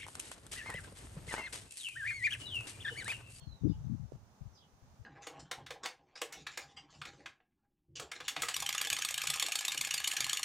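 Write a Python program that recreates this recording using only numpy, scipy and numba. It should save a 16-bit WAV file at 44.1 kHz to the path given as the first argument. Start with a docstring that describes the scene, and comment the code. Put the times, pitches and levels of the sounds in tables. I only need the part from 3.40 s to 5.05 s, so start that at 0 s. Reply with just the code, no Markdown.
"""A quiet garden. Distant birds give one long sinking whistle and phrases of quick notes that step
down in pitch, smeared by echoes from walls and leaves. Light gusts thump on the two microphone
openings, mostly the left, and a hand gives the casing one soft knock. Behind it all are a far
outdoor hum, a fine hiss and one brief, faint low tone."""
import sys
import numpy as np
from scipy import signal
from scipy.fft import rfft, irfft
from scipy.io import wavfile
from scipy.ndimage import uniform_filter1d
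from numba import njit

SR = 44100
rng = np.random.default_rng(int(sys.argv[2]) if len(sys.argv) > 2 else 0)


def generate_wav(sig):
    """Save sig (samples, or channels by samples) to the path in sys.argv[1] as 16-bit PCM at SR."""
    pcm = np.round(np.clip(np.atleast_2d(sig).T, -1, 1) * 32767).astype(np.int16)
    wavfile.write(sys.argv[1], SR, pcm)


N = 72765
T = np.arange(N) / SR
NOTE_FADE_S = .0027


def undb(db):
    """Turn decibels into a number to multiply a sound by."""
    return 10 ** (np.asarray(db) / 20)


def unit(x):
    """Scale a signal so that its average size (rms) is 1."""
    return x / np.sqrt(np.mean(x ** 2))


def pan(db):
    """Left and right gains that are db apart; below zero, the right is louder."""
    return undb(np.array([[db], [-db]]) / 2)


def noise(colour):
    """Noise of rms 1, shaped by rows of pitch_hz, level_db and fading below the first row."""
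    hz, db = np.array(colour).T
    bins_hz = np.maximum(np.arange(N // 2 + 1) * SR / N, 1)
    gain = undb(np.interp(np.log(bins_hz), np.log(hz), db))
    gain *= np.minimum(bins_hz / hz[0], 1) ** 2
    return unit(irfft(rfft(rng.standard_normal(N)) * gain, N))


def wander(rate_hz):
    """A smooth random wobble that heads for a new value rate_hz times a second."""
    hold = int(SR / rate_hz)
    steps = rng.standard_normal(N)[np.arange(N) // hold]
    return unit(uniform_filter1d(uniform_filter1d(steps, hold), hold))


@njit
def lowpass(x, cutoff_hz, damping):
    """A filter that softens everything above a moving cutoff."""
    out, band, low = np.empty(len(x)), 0., 0.
    for i in range(len(x)):
        step = np.tan(np.pi * cutoff_hz[i] / SR)
        slope = (band + step * (x[i] - low)) / (1 + step * (step + damping))
        out[i] = low + step * slope
        band, low = 2 * slope - band, 2 * out[i] - low
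    return out


def garden_echo(direct, echo_db, build_s=.008, fall_60_db_s=.14):
    """Walls and leaves scatter a sound into a short blur of echoes, different on each side."""
    t = T[:N // 3]
    tail = rng.standard_normal((2, len(t))) * (1 - np.exp(-t / build_s))
    tail *= np.exp(-np.log(1000) * t / fall_60_db_s)
    tail *= undb(echo_db) / np.sqrt(np.sum(tail ** 2, axis=1, keepdims=True))
    echoes = signal.fftconvolve(direct[None], tail, axes=1)[:, :N]
    return (direct + echoes) / np.hypot(1, undb(echo_db))


def gliding_tone(curve, waver_share=.007):
    """A slightly wavering, echoing tone that follows rows of time_s, pitch_hz, level_db."""
    times, hz, db = np.array(curve).T
    pitch_hz = np.interp(T, times, hz) * (1 + waver_share * wander(150))
    tone = np.sqrt(2) * np.sin(2 * np.pi * np.cumsum(pitch_hz) / SR)
    fade = np.clip(np.minimum(T - times[0], times[-1] - T) / NOTE_FADE_S, 0, 1)
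    return garden_echo(tone * fade * undb(np.interp(T, times, db)), echo_db=1)


def background(hum_db=-68.5, hiss_left_db=-70, hiss_right_db=-67.5, waver_db=.37):
    """A far hum shared by both sides and a separate hiss on each; all swell slowly and waver."""
    # Tone colour of the hum and of the hiss on each side: pitch_hz, level_db
    hum_colour = [(30, -34), (70, -8.5), (130, -1), (220, 1), (340, -11), (520, -10), (700, -13.5),
                  (830, -8.5), (1000, -17), (1500, -25), (3000, -40), (15000, -42)]
    left_colour = [(40, -20), (80, 2), (300, -7.5), (800, -7), (1300, -9.5), (2000, -16), (4000, -18),
                   (6200, -19.5), (8000, -29), (11000, -30.5), (13500, -33.5), (15000, -25)]
    right_colour = [(40, -13), (80, 8.5), (300, -14.5), (800, -3.5), (1200, -6), (2000, -16), (3200, -20),
                    (5000, -16.5), (6200, -11.5), (8000, -22.5), (11000, -25.5), (13500, -37.5),
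                    (15000, -22.5)]
    # Slow rise and fall in loudness: time_s, level_db
    swell = [(0, 1), (.45, 0.6), (.6, 0.3), (.8, -0.5), (1.08, 0.2), (1.33, -1.6), (1.5, 0), (1.65, -1)]
    hum = noise(hum_colour) * undb(hum_db + waver_db * wander(6))
    hiss = np.array([noise(left_colour) * undb(hiss_left_db), noise(right_colour) * undb(hiss_right_db)])
    hiss *= undb(waver_db * wander(7.5))
    return (hum + hiss) * undb(np.interp(T, *np.array(swell).T))


def far_tone():
    """A brief, faint low tone from far off."""
    # Path of the tone: time_s, pitch_hz, level_db
    curve = [(.29, 890, -75), (.318, 898.3, -76), (.338, 859, -65.5), (.355, 854, -76.5),
             (.395, 894, -69.5)]
    return gliding_tone(curve) * pan(-2.5)


def handling(knock_s=.7218, knock_db=-31, knock_hz=430, half_width_s=.0013, left_leak_db=-37):
    """A hand knocks the casing on the right; the knock dies at once and the grip rubs a little."""
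    # Faint rubs of the grip: middle_s, half_width_s, level_db
    rubs = [(.7215, .0015, -62), (.736, 0.01, -67), (0.756, .007, -64)]
    # Tone colour of the rubbing: pitch_hz, level_db
    rub_colour = [(150, 0), (450, 0), (900, -7), (2000, -21), (4500, -23), (6800, -18), (9000, -34),
                  (15000, -42)]
    t = T - knock_s
    pulse = 1 / np.cosh(np.clip(t / half_width_s * 2, -20, 20))
    knock = undb(knock_db) * pulse * np.sin(2 * np.pi * knock_hz * t)
    grip = sum(undb(db) * np.exp(-((T - middle) / width) ** 2) for middle, width, db in rubs)
    return knock * undb([[left_leak_db], [0]]) + noise(rub_colour) * grip * pan(-8)


def bird_whistle():
    """A distant bird on the right gives one long, sinking whistle."""
    # Path of the whistle: time_s, pitch_hz, level_db
    curve = [(0, 4302, -64.5), (.045, 4290, -70), (.085, 4183, -67.5), (.14, 3963, -66), (.172, 3860, -75),
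             (.228, 3586, -83)]
    return gliding_tone(curve) * pan(-7)


def bird_chirps(flutter_hz=900):
    """Quick sliding notes, heard mostly as echoes; a fast flutter in pitch makes some raspy."""
    # Bird notes: start_s, length_s, first_pitch_hz, last_pitch_hz, level_db, rasp_share_of_pitch
    notes = [(.003, .016, 3164, 3690, -70, .03), (0.017, .012, 3460, 2730, -68.5, .025),
             (0.227, 0.036, 6070, 5870, -80, .005), (0.269, 0.064, 5010, 4965, -77.5, .012),
             (0.286, 0.016, 4730, 4490, -78, .005), (.284, 0.028, 3730, 3524, -71.5, 0.033),
             (0.316, .016, 2960, 2870, -72.5, 0.0041), (.328, 0.0154, 3550, 2740, -73.5, 0.023),
             (.428, 0.017, 6500, 5780, -79.5, 0.019), (.44, .016, 3850, 3500, -80, 0.019),
             (1.13, 0.0284, 5985, 5530, -73.5, .07), (1.152, .028, 4940, 4860, -68, 0.036),
             (1.172, 0.0125, 3840, 3250, -69, 0.029), (1.2, 0.019, 3204, 3670, -72, 0.0295),
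             (1.219, .013, 3440, 2836, -68, .025)]
    song, flutter = np.zeros(N), wander(flutter_hz)
    for start, length, first_hz, last_hz, db, rasp in notes:
        pitch_hz = np.interp(T, [start, start + length], [first_hz, last_hz]) * (1 + rasp * flutter)
        tone = np.sin(2 * np.pi * np.cumsum(pitch_hz) / SR)
        fade = np.clip(np.minimum(T - start, start + length - T) / NOTE_FADE_S + .5, 0, 1)
        song += 2 * undb(db) * np.sin(np.pi / 2 * fade) ** 2 * tone
    return garden_echo(song, echo_db=7) * pan(-2.5)


def buffeting(gusts, rise_s=.0046, fall_s=.01, smooth_s=.027):
    """Swirling air thumps on one microphone opening; stronger gusts are louder and reach higher."""
    force = np.full(N, 1e-6)
    for start, length, db in gusts:
        rise = np.exp(-(np.minimum(T - start, 0) / rise_s) ** 2)
        fall = np.exp(-np.maximum(T - start - length, 0) / fall_s)
        force = np.maximum(force, undb(db) * rise * fall)
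    # The cutoff is 233.4 Hz for a gust of -34.5 dB and doubles with every 14 dB more.
    octaves = (20 * np.log10(force) + 34.5) / 14
    cutoff_hz = np.clip(233.4 * 2 ** octaves, 122, 2000)
    lowest_hz, boom_hz, boom_width_hz = 47, 133, 103
    low_cut = signal.butter(5, lowest_hz, "high", fs=SR, output="sos")
    swirl = signal.sosfilt(low_cut, rng.standard_normal(N))
    swirl += 1.5 * signal.lfilter(*signal.iirpeak(boom_hz, boom_hz / boom_width_hz, fs=SR), swirl)
    for damping in (1.57, 1.4, 1.21, .84):
        swirl = lowpass(swirl, cutoff_hz, damping)
    # Even out the noise's own ups and downs, so that the gusts set the loudness.
    window = int(smooth_s * SR)
    power = abs(signal.hilbert(swirl)) ** 2 / 2
    loudness = np.sqrt(uniform_filter1d(uniform_filter1d(power, window), window))
    return force * swirl / loudness


def wind():
    """Light gusts hit each microphone opening separately, mostly the left."""
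    # Gusts on each side: start_s, length_s, level_db
    left_gusts = [(.026, 0.011, -45), (.075, 0.0097, -36.5), (.098, 0.053, -46), (.216, .009, -36),
                  (.238, .012, -25.5), (.253, .024, -23.5), (.298, 0.019, -26), (.33, .11, -42),
                  (.449, 0.036, -35), (.5, 0.053, -32), (.56, 0.022, -41.5), (.599, 0.057, -39),
                  (.675, 0.02, -52.5), (.729, 0.033, -44.5), (1.014, 0.015, -41.5), (1.058, 0.017, -42),
                  (1.085, 0.052, -57), (1.332, 0.02, -58.5), (1.422, 0.017, -53), (1.5, 0.034, -62),
                  (1.599, 0.02, -47)]
    right_gusts = [(.337, .082, -46), (.43, 0.11, -57.5), (.74, 0.068, -60.5), (.803, 0.033, -51.5),
                   (.85, 0.085, -63), (1.445, 0.098, -61)]
    return np.array([buffeting(left_gusts), buffeting(right_gusts)])


def scene():
    """The background and birds far away, with wind and handling right at the microphone."""
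    distant = background() + bird_whistle() + far_tone() + bird_chirps()
    return distant + wind() + handling()


def record(dry, top_hz=15500):
    """The recorder cuts off the highest treble."""
    return signal.sosfilt(signal.ellip(10, .2, 70, top_hz, fs=SR, output="sos"), dry)


dry = scene()
out = record(dry)
generate_wav(out)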